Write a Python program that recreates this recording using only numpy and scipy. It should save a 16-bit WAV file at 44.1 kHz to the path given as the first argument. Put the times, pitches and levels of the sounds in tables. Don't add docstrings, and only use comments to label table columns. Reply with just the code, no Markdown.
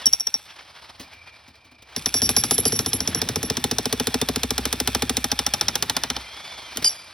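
import sys
import numpy as np
from scipy import signal
from scipy.fft import rfft, irfft, next_fast_len
from scipy.io import wavfile
from scipy.ndimage import uniform_filter1d, map_coordinates

SR = 44100
rng = np.random.default_rng(int(sys.argv[2]) if len(sys.argv) > 2 else 0)


def int16_out(signal):
    q = np.round(np.clip(np.atleast_2d(signal).T, -1, 1) * 32767)
    wavfile.write(sys.argv[1], SR, q.astype(np.int16))


N = 314433
TIME = np.arange(N) / SR
AGE = np.arange(SR // 3) / SR
TOP_HZ = 16700

# frequency in Hz, level in dB per Hz.
AIR_COLOUR = [(20, -29), (42, -21.5), (62, 16), (110, 10.5), (180, -4), (400, -5.5), (1000, -7),
              (4000, -31), (16000, -38.5)]
# time in seconds, level in dB before its waver.
WHISTLE_LEVEL = [(.85, -77), (1.1, -55), (1.3, -48), (1.5, -61), (1.65, -54), (1.9, -56), (2.3, -54),
                 (4.0, -50), (6.1, -50), (7.0, -49.5)]
# time in seconds, level change in dB.
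STEADY_DIP = [(0.03, -1), (.09, -17), (.28, -19.5), (.5, -10.5), (.9, -4.5)]

# time in seconds, turns a second.
CRANK_SPEED = [(0, 14.0), (0.35, 14.1), (1.82, 5), (1.96, 9.764), (2.22, 13.697), (2.65, 13.918),
               (2.71, 14.815), (2.98, 13.659), (3.18, 14.31), (4.64, 13.583), (5.48, 13.55), (5.99, 14.407),
               (6.2, 15.5), (6.4, 17.2), (6.5, 17.8), (6.57, 17.2), (6.74, 15.1), (7.13, 11.5)]
# frequency in Hz, level in dB per Hz.
FAN_COLOUR = [(100, -5), (450, -4.5), (650, 2), (850, 3.5), (1100, 1.5), (1700, -1), (2250, 0.5),
              (2700, -2), (3300, 0), (5300, 0), (6500, -13), (9500, -12), (12000, -18), (16000, -29)]
# cycles per crank turn, dB re fan rush before the gear level below,
# dB more while the piston squeezes, roughness from 0 to 1.
GEAR_WHINE = [(128.5, -10, 6, .6), (197.1, -11, -3, .22), (257, -13.5, 8, .3), (385.5, -17, 9, .4)]
# time in seconds, level in dB.
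GEAR_LEVEL = [(0.03, 3), (0.12, -3), (0.4, -6), (0.7, -10), (1.8, -25), (2.0, -1), (6.1, -1), (6.25, -3),
              (6.48, 1), (6.7, -2), (6.82, -9), (7.13, -14)]
# frequency in Hz, width in Hz, level in dB.
HOUSING_MODES = [(821, 28, -8.5), (1340, 77, -7.5), (1720, 260, -47.5), (2452, 88, -10.5), (3043, 97, -6),
                 (3420, 130, -1), (3577, 39.4, -4.5), (4113, 54, -6), (5750, 330, -6), (5770, 150, 0)]
RUSH_DB, RUSH_LAW_DB, RACING_DB = -38, 37, 2.5

# time in seconds, crack in dB, treble re crack in dB,
# steel ping re crack in dB, thump in dB, bit fundamental, overtone, bending and cross bending in dB,
# bit t60 in seconds before its stretch. Each sound adds its own trim to these levels.
STRAY_BLOWS = [(0.057, -31, 18, -4.5, -35, -9.5, -24.5, -41, -42, 0.045),
               (0.0657, -31.5, 9.5, -0.5, -62, -1.5, -23, -27, -23, 0.021),
               (0.127, -40, 0, -0.5, -55, -28, -31.5, -41, -36, 0.073),
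               (0.1332, -31.5, 11.5, 0, -62, 1, -34, -35, -21, 0.016),
               (0.1977, -42, 7, 0.5, -61, -20.5, -33, -52, -52, 0.039),
               (0.206, -41, 11, 4, -67, -10.5, -44.5, -46, -48, 0.021),
               (0.2688, -33.5, 3, 1, -65.5, -22.5, -38.5, -48, -51.5, 0.037),
               (0.271, -34.5, -2.5, 4, -51, -8, -36.5, -50, -45.5, 0.02),
               (0.341, -31.5, -8.5, 6.5, -47, -9, -35.5, -49.5, -49, 0.033),
               (6.771, -28, 4.5, -4, -34, -54, -52, -56, -54, 0.15),
               (6.844, -24.5, -9, 11, -50, -26.5, -32, -20, -22.5, 0.41),
               (6.893, -36.5, -4, 6, -70, -21.5, -30, -50, -46, 0.076)]
# time in seconds, crack in dB, treble re crack in dB,
# steel ping re crack in dB, thump in dB; trims as above.
LONG_RUN = [(1.9623, -25, -0.5, -1.5, -31), (2.0586, -21, -3.5, 5, -32.5), (2.1408, -22.5, -0.0, 7, -28.5),
            (2.2177, -24.5, 1, 1, -26.5), (2.2908, -18, -0.5, -0.5, -28.5), (2.3645, -20, 2, 6.5, -27),
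            (2.4366, -21, -1, 1.5, -29.5), (2.509, -19, 3, 0.5, -27), (2.5798, -26, 5.5, 1, -26.5),
            (2.653, -21, -3.5, 0, -26), (2.7214, -26.5, -6, 4.5, -27.5), (2.79, -21.5, -1, 3, -28.5),
            (2.8606, -24, -2, 3.5, -29), (2.9311, -25, 1.5, 4.5, -27.5), (3.0041, -24, -6, 3.5, -31),
            (3.0744, -23, -2, 4.5, -27), (3.147, -29, 7, 5, -28.5), (3.2163, -21.5, -4.5, 2.5, -27.5),
            (3.2876, -24.5, -0.5, 1, -28.5), (3.3578, -23, -1.5, 0.5, -27.5), (3.4289, -28.5, 6, 2, -26),
            (3.4994, -23, -2, 3.5, -27), (3.5687, -21.5, -4, -1, -28), (3.6402, -20, -2, -3, -26),
            (3.7117, -21.5, -1, 2.5, -26.0), (3.7836, -19.5, -2.5, -1.5, -27.5),
            (3.8551, -21, -0.5, -5, -26.5), (3.926, -20.5, -0.5, -2, -24.5), (3.9979, -19, -5, -5, -25.5),
            (4.0698, -20, -1, -4, -24), (4.142, -18, -6, -3.5, -24), (4.2139, -19, -1.5, -5.5, -23.5),
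            (4.2867, -20.5, -2, -2, -24.5), (4.359, -21, -1.5, -6.0, -25.5), (4.4323, -20, 0, -6, -26.5),
            (4.5055, -21, -0.5, -3, -27), (4.5793, -19.5, -5, -3.5, -27.5), (4.6533, -19.5, -4, -4, -29.5),
            (4.7268, -20, 1.5, -8, -28.5), (4.8005, -20.0, 1.5, -4, -27.5), (4.874, -16.5, -3, -6, -27.5),
            (4.948, -18, -6.5, -0.5, -27), (5.021, -18.5, -2, -6.5, -25), (5.0945, -18.5, -1, -7.5, -26),
            (5.1683, -18.5, -0.5, -2.5, -27), (5.242, -20, 1, -3, -29), (5.3161, -19, -4.5, 2.5, -27.5),
            (5.3902, -18.5, -5.5, 2, -31), (5.4641, -18, -3.5, 1, -36), (5.5367, -18.5, -2.5, 5, -43.5),
            (5.6103, -17, -8, 2, -38.5), (5.6825, -18.5, -6.5, 5, -41), (5.754, -18.5, -5.5, 0, -39),
            (5.8242, -18.5, -2.5, -2.5, -38), (5.8963, -18.5, -5.5, -2.0, -36.5),
            (5.9657, -18, -4.5, -4, -37), (6.035, -20, -8.5, -2, -36), (6.1006, -20.5, -10.5, 0.5, -35.5),
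            (6.1648, -23, -22, -0.5, -37.5)]
# time in seconds, fundamental, overtone, bending and
# cross bending in dB, seconds until it lands, chatter re ring in dB.
LOOSE_RING = [(1.96, -37.5, -41, -42, -53, 0.025, -20), (2.06, -35, -34, -49, -54, 0.028, -18),
              (2.14, -22, -28, -38, -42, 0.045, -10), (2.22, -21, -28, -33.5, -35, 0.048, -17),
              (2.29, -29.5, -25.5, -57.0, -41, 0.021, -6), (2.36, -22.5, -23.5, -38, -38, 0.045, -13),
              (2.44, -35, -31, -42, -37, 0.025, -10), (2.51, -29.5, -23.5, -41, -31.5, 0.042, -16),
              (2.58, -32.5, -23, -57, -33, 0.024, -7), (2.65, -28, -23, -32.5, -27.5, 0.032, -11),
              (2.72, -25.5, -30, -50, -35, 0.048, -11), (2.79, -34, -35, -54, -38, 0.021, -3),
              (2.86, -35, -34.5, -58.0, -38, 0.039, -9), (2.93, -36, -28, -56.0, -37, .036, -11),
              (3.0, -37, -48.0, -61.0, -59.0, .026, -16), (3.07, -40, -38, -56.0, -42, .026, -14),
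              (3.15, -31, -36.5, -60.0, -60, 0.044, -16), (3.22, -38, -51, -62.5, -59.0, .02, -16),
              (3.29, -52, -48, -65.0, -61.0, .02, -16), (3.36, -43.5, -46.5, -55, -58.0, .026, -16),
              (3.43, -37.5, -38, -61.0, -59.0, 0.05, -16)]
# time in seconds, fundamental, overtone,
# bending and cross bending in dB.
WEDGED_BIT = [(3.5, -46, -62, -62, -62), (5.9, -58.5, -56, -66, -64), (6.17, -66, -70.5, -70, -67)]
RING_T60_S = 0.72
FREE_S, CHATTER_DB = 0.041, -18.5

# frequency in Hz, level in dB per Hz.
CRACK_COLOUR = [(300, -35.5), (900, -15), (2000, -8), (2750, -7), (3550, -0.5), (4000, -2), (4700, 0),
                (5500, 4), (6500, -4), (8000, -8), (11000, -8), (13000, -10), (15600, -15), (16500, -58)]
# frequency in Hz, level in dB per Hz.
CRUNCH_COLOUR = [(150, -8), (450, -1.5), (800, -2), (1300, -4.5), (2500, -9.5), (8000, -33)]
# time in seconds,
# pitch in Hz before small scatter, level re crack in dB.
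KNOCK_PITCH = [(2.1, 758, -16), (2.5, 797, -5.5), (2.9, 740, -22.5), (4.3, 737, -12.5), (4.6, 770, -17.5),
               (5.0, 788, -11), (5.5, 854, -14), (5.9, 891, -10.5), (6.17, 914, -11.5)]
# multiple of its pitch, level in dB before scatter.
KNOCK_PARTIALS = [(1, -1), (1.19, -11.5), (1.58, -6)]
# frequency in Hz, level in dB per Hz.
SLAB_COLOUR = [(35, -43.5), (70, -33), (113, -17), (155, -4), (195, -8.5), (250, 6), (325, -10), (390, -5),
               (445, 1), (540, -16.5), (700, -13.5), (1400, -42.5)]
# time in seconds, level in dB
HOLLOW_LEVEL = [(2.05, -3), (2.45, -0.5), (2.58, 6.5), (2.74, 6.5), (2.88, -5), (3.45, 2), (4.25, 4),
                (4.6, -2.5), (5.2, -2), (5.5, -7.5), (6.17, -3.5)]
# time in seconds, slow bounce re thump in dB,
# rumble re thump in dB; trims come later.
GROUND_ANSWER = [(2.04, -17.5, -12), (2.2, -13.5, -3.5), (2.6, -31, -4), (2.87, -17, -5.5), (3.2, -21, -3),
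                 (4.15, -16, -17.5), (4.65, -7, -10.5), (5.1, -12, -11), (5.38, -11, -28), (5.53, -2, 5.5),
                 (6.17, -15, -11.5)]
# frequency in Hz, level in dB per Hz.
RUMBLE_COLOUR = [(25, -21), (42, -22), (60, 4), (115, 4.5), (170, 0.5), (280, -0.5), (500, -9),
                 (1200, -36.5)]
# frequency in Hz before slight detuning, level in dB,
# family (0 lengthwise fundamental, 1 lengthwise overtone, 2 bending, 3 cross bending).
BIT_MODES = [(5607, 1, 0), (11140, 4, 1), (11100, -6.5, 2), (4796, 5, 2), (3040, -10, 3), (6740, -5.5, 3),
             (8910, -3, 3)]
# frequency in Hz, level in dB per Hz.
GRIT_COLOUR = [(400, -29.5), (1500, -3.5), (5000, 6.5), (10000, 0), (15500, -12.5), (17000, -31)]
# time in seconds, level in dB.
CHIP_LEVEL = [(2.0, 6), (3.3, 1.5), (5.0, -0.5), (6.1, -7)]
# start in seconds, frequency in Hz, level in dB,
# t60 in seconds.
CLINK_TONES = [(0.069, 3050, -26, 0.065), (0.346, 5612, -50, 1.1), (6.772, 3110, -29, 0.065)]

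# centre in seconds, peak in dB before roughening.
PISTON_PUFFS = [(0.505, -45), (0.59, -44), (0.675, -51), (0.77, -47.5), (0.865, -61), (1.13, -50),
                (1.28, -51.5)]
PUFF_S = 0.069
# frequency in Hz, level in dB per Hz.
PUFF_COLOUR = [(300, -15), (900, 0.5), (2500, 0.5), (5300, -7.5), (6800, -17), (14000, -32)]
# start in seconds, level in dB, thud re level in dB,
# scrape t60 in seconds.
GROUND_SCUFFS = [(0.995, -29.5, -10, 0.14), (1.132, -38, -19, .06), (1.477, -39, -7.5, 0.066),
                 (1.553, -40, -24, 0.039), (1.645, -43.5, -7, 0.078), (1.712, -44, -3.5, .06),
                 (1.821, -30.5, -25, 0.037), (6.757, -24, -12.5, .049), (6.822, -16, -41.5, .049)]
# frequency in Hz, level in dB per Hz.
SCRAPE_COLOUR = [(300, 1.0), (1000, -9), (4000, -2), (5500, -4), (7000, -10.5), (16000, -16.5)]
THUD_COLOUR = [(60, -20), (140, -8), (270, 16), (600, -35), (2000, -49.5)]
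# start in seconds, length in seconds, peak in dB before roughening.
TIP_DRAGS = [(1.851, 0.194, -46), (3.069, 0.17, -37)]
# frequency in Hz, level in dB per Hz.
DRAG_COLOUR = [(300, -12), (900, 0), (1900, -2.5), (3200, -3.5), (6000, -14), (14000, -29.5)]

# frequency in Hz, t60 in seconds.
YARD_T60 = [(100, 0.14), (1000, 0.42), (5000, 0.042), (14000, 0.37)]
# frequency in Hz, phase in radians.
PORT_LEAD = [(100, 0), (200, -.15), (450, -.6), (950, -.7), (1500, -.3), (2450, .6), (3300, .1),
             (4400, .75), (5150, .25), (7300, 3.14), (8300, 4), (10000, 6.1), (11000, 6.8), (13300, 9.4),
             (16000, 12.4)]
# frequency in Hz, difference in dB.
PORT_LEAN = [(100, 0), (200, 1.5), (380, 1), (700, 0), (1300, -1.5), (2400, 0)]


def amp(db):
    return 10 ** (np.asarray(db) / 20)


def unit(x):
    return x / np.sqrt(np.mean(x ** 2) + 1e-20)


def along(points, hz):
    f, v = np.transpose(points)
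    return np.interp(np.log(hz + 1), np.log(f + 1), v)


def curve(rows):
    return np.interp(TIME, *np.transpose(rows))


def sampled(rows, s):
    knots, *columns = np.transpose(rows)
    return np.array([np.interp(s, knots, column) for column in columns])


def wobble(rate):
    return map_coordinates(rng.standard_normal(int(N * rate / SR) + 4), [TIME * rate])


def filtered(x, response):
    n = x.shape[-1]
    m = next_fast_len(n + 4096)
    return irfft(rfft(x, m) * response(np.fft.rfftfreq(m, 1 / SR)), m)[..., :n]


def coloured(x, spectrum):
    return unit(filtered(x, lambda hz: amp(along(spectrum, hz))))


def noises(spectrum, count):
    return coloured(rng.standard_normal((count, len(AGE))), spectrum)


def burst(attack, t60):
    return (1 - np.exp(-AGE / attack)) * np.exp(-np.log(1000) * AGE / t60)


def placed(times, sounds):
    out = np.zeros(N + SR)
    for s, sound in zip(times, sounds):
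        out[max(round(s * SR), 0):][:len(sound)] += sound
    return out[:N]


def strikes():
    s = np.transpose(LONG_RUN)[0]
    long_run = np.column_stack([LONG_RUN, sampled(WEDGED_BIT, s).T, np.full(len(s), RING_T60_S)])
    rows = np.vstack([long_run, STRAY_BLOWS])
    rows = np.column_stack([rows, np.tile([FREE_S, CHATTER_DB], (len(rows), 1))])
    for when, *levels, free, chatter_db in LOOSE_RING:
        rows[np.argmin(abs(s - when)), 5:] = *levels, RING_T60_S, free, chatter_db
    return rows


def background(dip_share=0.66, air_db=-57, whistle_hz=2375):
    air = coloured(rng.standard_normal(N), AIR_COLOUR)
    narrow = lambda hz: 1 / (1 + ((hz - whistle_hz) / 72) ** 2)
    whistle = unit(filtered(rng.standard_normal(N), narrow))
    waver = amp(3 * wobble(28) - 2)
    air_level = amp(air_db + dip_share * curve(STEADY_DIP))
    return air_level * air + amp(curve(WHISTLE_LEVEL)) * waver * whistle


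def housing(hz):
    response = 0
    for k, (centre, width, db) in enumerate(HOUSING_MODES):
        damping = 1j * hz * width
        response = response + (-1) ** k * amp(db) * damping / (centre ** 2 - hz ** 2 + damping)
    return response


def singing(hz, peak_db=8):
    nearness = 1 / (1 + ((hz - 3450) / 280) ** 2)
    return 1 + (amp(peak_db) - 1) * nearness


def motor(whine_db=0, body_db=-8, squeeze_db=1, flicker_db=3.04, dull_db=-4):
    s = np.append(STRAY_BLOWS[0][0], np.transpose(LONG_RUN)[0])
    effort = rng.uniform(.55, 1.3, (len(s), 1))
    squeeze = placed(s - .024, effort * signal.windows.hann(SR // 33))
    strain = placed(s - .034, effort * signal.windows.hann(SR // 16))
    speed = curve(CRANK_SPEED)
    sag = .13 * (strain - uniform_filter1d(strain, SR // 7))
    turns = np.cumsum(speed * (1 + .002 * wobble(40) - sag)) / SR
    coasting = np.clip((13.5 - speed) / 4, 0, 1)
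    engaged = 1 - .9 * coasting

    speed_db = np.minimum(RUSH_LAW_DB * np.log10(speed / np.median(speed)), RACING_DB)
    level = amp(RUSH_DB + speed_db + curve(STEADY_DIP) + squeeze_db * squeeze)

    whine = 0
    for order, db, load_db, rough in GEAR_WHINE:
        mesh = np.sin(2 * np.pi * order * turns + 1.5 * rough * wobble(260))
        waver_db = 2.5 * wobble(45)
        whine = whine + amp(db + load_db * squeeze + waver_db) * singing(order * speed) * mesh
    whine = whine * amp(whine_db + curve(GEAR_LEVEL))

    rush = coloured(rng.standard_normal(N), FAN_COLOUR)
    hiss = filtered(rush, lambda hz: along([(4000, 0.064), (7000, 1.0)], hz))
    rush = rush + (amp(dull_db * coasting) - 1) * hiss
    rush = rush * amp(flicker_db * wobble(90))
    body = unit(filtered(rng.standard_normal(N), housing))
    return level * (unit(rush + engaged * amp(body_db) * body) + engaged * whine)


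def cracks(blows, alike=0.52, crack_db=5.5, contact_s=0.0035, contact_db=5, crunch_db=-2.0,
           treble_db=5, clank_db=0, ping_hz=5550, ping_width_hz=650, seat_db=1.5):
    s, db, bright_db, ping_db = np.transpose(blows)[:4, :, None]
    share = np.clip(alike, 0, 1)
    same = noises(CRACK_COLOUR, count=1)
    fresh = noises(CRACK_COLOUR, count=len(s))
    steel = np.sqrt(share) * same + np.sqrt(1 - share) * fresh

    bands = np.geomspace(600, 16000, 44)
    seats = uniform_filter1d(rng.standard_normal((len(s), len(bands))), size=2, axis=0)
    seats = seat_db * unit(seats)
    steel = unit(filtered(steel, lambda hz: amp([np.interp(hz, bands, seat) for seat in seats])))
    steel = steel / np.sqrt(np.mean(steel[:, :SR // 150] ** 2, axis=1)[:, None])
    treble = lambda hz: amp((bright_db + treble_db) * along([(4000, 0.029), (7500, 0.68)], hz))
    steel = filtered(steel, treble)
    contact = 1 / (1 + (AGE / contact_s) ** 6)
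    crack = amp(crack_db) * steel * burst(attack=0.00075, t60=0.032) * amp(contact_db * contact)

    mode_hz, width, level = np.transpose(HOUSING_MODES)
    shape = (len(s), len(HOUSING_MODES))
    kicks = amp(level + clank_db + rng.normal(0, 2.4, shape)) * np.exp(1j * rng.normal(0, 1, shape))
    modes = np.exp(np.pi * np.outer(2j * mode_hz - width, AGE))
    clank = np.imag(kicks @ modes) * burst(attack=0.0018, t60=0.94)

    ping = lambda hz: amp(ping_db / (1 + ((hz - ping_hz) / ping_width_hz) ** 4))
    metal = filtered(crack + clank, ping)
    crunch = amp(crunch_db) * noises(CRUNCH_COLOUR, count=len(s)) * burst(attack=0.0024, t60=0.059)
    return placed(s[:, 0], amp(db) * (metal + crunch))


def knocks(blows, knock_db=0, t60=0.044, vary_db=2):
    s, db = np.transpose(blows)[:2, :, None]
    hz, level = sampled(KNOCK_PITCH, s)
    hz = hz * (1 + .02 * rng.standard_normal(s.shape))
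    knock = 0
    for ratio, mode_db in KNOCK_PARTIALS:
        gain = amp(mode_db + vary_db * rng.standard_normal(s.shape))
        knock = knock + gain * np.sin(2 * np.pi * ratio * hz * AGE)
    fall = burst(attack=0.0044, t60=t60)
    return placed(s[:, 0], amp(db + level + knock_db) * knock * fall / fall.max())


def slab(blows, lag_s=0.062, bend_hz=98, thump_db=-12.5, vary_db=1.5):
    s, _, _, _, db = np.transpose(blows)[:5]
    click = (AGE == 0) * 1.
    sweep = lambda hz: np.exp(-2j * np.pi * lag_s * bend_hz * np.log1p(hz / bend_hz))
    thump = unit(filtered(click, lambda hz: amp(along(SLAB_COLOUR, hz)) * sweep(hz)))
    bands = np.transpose(SLAB_COLOUR)[0]
    seats = rng.normal(0, vary_db, (len(s), len(SLAB_COLOUR)))
    hollow_share = along([(300, 0), (420, 0.76), (540, 0.93), (750, 0.56)], bands)
    seats = seats + np.outer(sampled(HOLLOW_LEVEL, s)[0], hollow_share)
    seating = lambda hz: amp([np.interp(hz, bands, seat) for seat in seats])
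    thumps = filtered(np.tile(thump, (len(s), 1)), seating)
    rubble = .8 * noises(SLAB_COLOUR, count=len(s)) * burst(attack=0.017, t60=0.096)
    return placed(s, amp(db + thump_db)[:, None] * (thumps + rubble))


def heave(blows, heave_hz=113, heave_db=-5, heave_s=0.039):
    s, _, _, _, db = np.transpose(blows)[:5]
    swell = np.sin(np.pi * np.minimum(AGE / heave_s, 1)) ** 2
    rock = np.sin(2 * np.pi * heave_hz * AGE) * swell
    return placed(s, amp(db + heave_db)[:, None] * rock)


def boom(blows, ground_hz=64, boom_db=8, rumble_db=4):
    s, _, _, _, db = np.transpose(blows)[:5]
    bounce_db, shake_db = (db + sampled(GROUND_ANSWER, s))[:, :, None]
    bounce_db = bounce_db + boom_db + rng.normal(0, 0.95, bounce_db.shape)
    bounce = np.sin(2 * np.pi * ground_hz * AGE) * burst(attack=0.019, t60=0.57)
    rumble = noises(RUMBLE_COLOUR, count=len(s)) * burst(attack=0.012, t60=0.32)
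    return placed(s, amp(bounce_db) * bounce + amp(shake_db + rumble_db) * rumble)


def bit(blows, ring_db=1, detune=0.0012, flutter_db=3.5, choke_db=-18, linger_db=-43,
        chatter_rise=1.6, chatter_rough=0.11):
    s, _, _, _, _, *family_db, t60, free, chatter_db = np.transpose(blows)[:, :, None]
    shape = (len(s), len(AGE))
    drift = lambda: np.cumsum(rng.standard_normal(shape), axis=1)
    ring = 0
    for hz, db, family in BIT_MODES:
        phase = 2 * np.pi * hz * (1 + detune * rng.standard_normal(s.shape)) * AGE
        tone = np.sin(phase + .018 * drift())
        if family < 2:
            rise = chatter_rise * rng.uniform(.5, 0.82, s.shape) * np.minimum(AGE, free)
            rising_phase = 2 * np.pi * hz * np.cumsum(1 + rise, axis=1) / SR
            sideband = np.sin(rising_phase + chatter_rough * drift())
            tone = tone + amp(chatter_db) * np.minimum(AGE / free, 1) ** .5 * sideband
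        flutter = unit(uniform_filter1d(rng.standard_normal(shape), SR // 250, 1))
        flutter = flutter_db * flutter * np.minimum(AGE / 0.0095, 1)
        ring = ring + amp(family_db[round(family)] + db + ring_db + flutter) * tone
    choke = amp(choke_db * np.clip((AGE - free) / 0.015, 0, 1))
    fading = burst(attack=0.00031, t60=1.47 * t60) * choke
    lingering = amp(linger_db) * burst(attack=.01, t60=0.65)
    return placed(s[:, 0], ring * (fading + lingering))


def grit(blows, per_second=900, grit_db=-18, spread_db=2.0):
    s, db = np.transpose(blows)[:2]
    shape = (len(s), len(AGE))
    falls = rng.random(shape) < per_second / SR
    chips = falls * rng.standard_normal(shape) * amp(spread_db * rng.standard_normal(shape))
    tick = (rng.standard_normal(len(AGE)) * burst(attack=.0001, t60=0.007))[None]
    chips = coloured(signal.fftconvolve(chips, tick, axes=1)[:, :len(AGE)], GRIT_COLOUR)
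    level = amp(db + grit_db + sampled(CHIP_LEVEL, s)[0])[:, None]
    return placed(s, level * chips * burst(attack=0.018, t60=0.56))


def clinks():
    s, hz, db, t60 = np.transpose(CLINK_TONES)[:, :, None]
    return placed(s[:, 0], amp(db) * np.sin(2 * np.pi * hz * AGE) * burst(attack=0.002, t60=t60))


def puffs():
    swell = 0
    for s, db in PISTON_PUFFS:
        swell = swell + amp(db) * np.cos(np.pi * np.clip((TIME - s) / PUFF_S, -.5, .5))
    return swell * amp(2.9 * wobble(200)) * coloured(rng.standard_normal(N), PUFF_COLOUR)


def scuffs(scrape_db=-2, thud_db=0):
    s, db, low_db, t60 = np.transpose(GROUND_SCUFFS)[:, :, None]
    scrape = amp(scrape_db) * noises(SCRAPE_COLOUR, count=len(s)) * burst(attack=0.0044, t60=t60)
    thud = amp(low_db + thud_db) * noises(THUD_COLOUR, count=len(s)) * burst(attack=0.0072, t60=0.16)
    return placed(s[:, 0], amp(db) * (scrape + thud))


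def drags(rough_db=3):
    swell = 0
    for s, length, db in TIP_DRAGS:
        swell = swell + amp(db) * np.sin(np.pi * np.clip((TIME - s) / length, 0, 1))
    grind = coloured(rng.standard_normal(N), DRAG_COLOUR)
    return swell * grind * amp(rough_db * wobble(120))


def yard(x):
    hz, t, z = signal.stft(rng.standard_normal((2, SR // 2)), SR, nperseg=256)
    decay = amp(-60 * t / along(YARD_T60, hz)[:, None])
    tail = signal.istft(z * decay, SR, nperseg=256)[1]
    tail = filtered(tail, lambda hz: amp(along([(100, -25.5), (350, 19.0)], hz)))
    tail = tail / np.linalg.norm(tail[0])
    late = np.pad(x, (SR // 100, 0))[None]
    return signal.fftconvolve(late, tail, axes=1)[:, :N]


def scene(echo_db=-20, motor_echo_db=-11):
    blows = strikes()
    hits = cracks(blows) + knocks(blows) + slab(blows) + heave(blows) + bit(blows) + grit(blows)
    hits = hits + clinks() + scuffs() + drags()
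    running = motor() + puffs()
    echoes = amp(echo_db) * yard(hits) + amp(motor_echo_db) * yard(running)
    return background() + running + hits + boom(blows) + echoes


def record(dry):
    sides = np.array([[.5], [-.5]])
    lean = lambda hz: amp(sides * along(PORT_LEAN, hz))
    lead = lambda hz: np.exp(1j * sides * along(PORT_LEAD, hz))
    ports = filtered(dry, lambda hz: lean(hz) * lead(hz))
    rounded = np.tanh(ports / .95) * .95
    low_cut = lambda hz: 1 - 1 / (1 + (hz / 35) ** 5)
    return filtered(rounded, lambda hz: low_cut(hz) * (hz < TOP_HZ))


dry = scene()
out = record(dry)
int16_out(out)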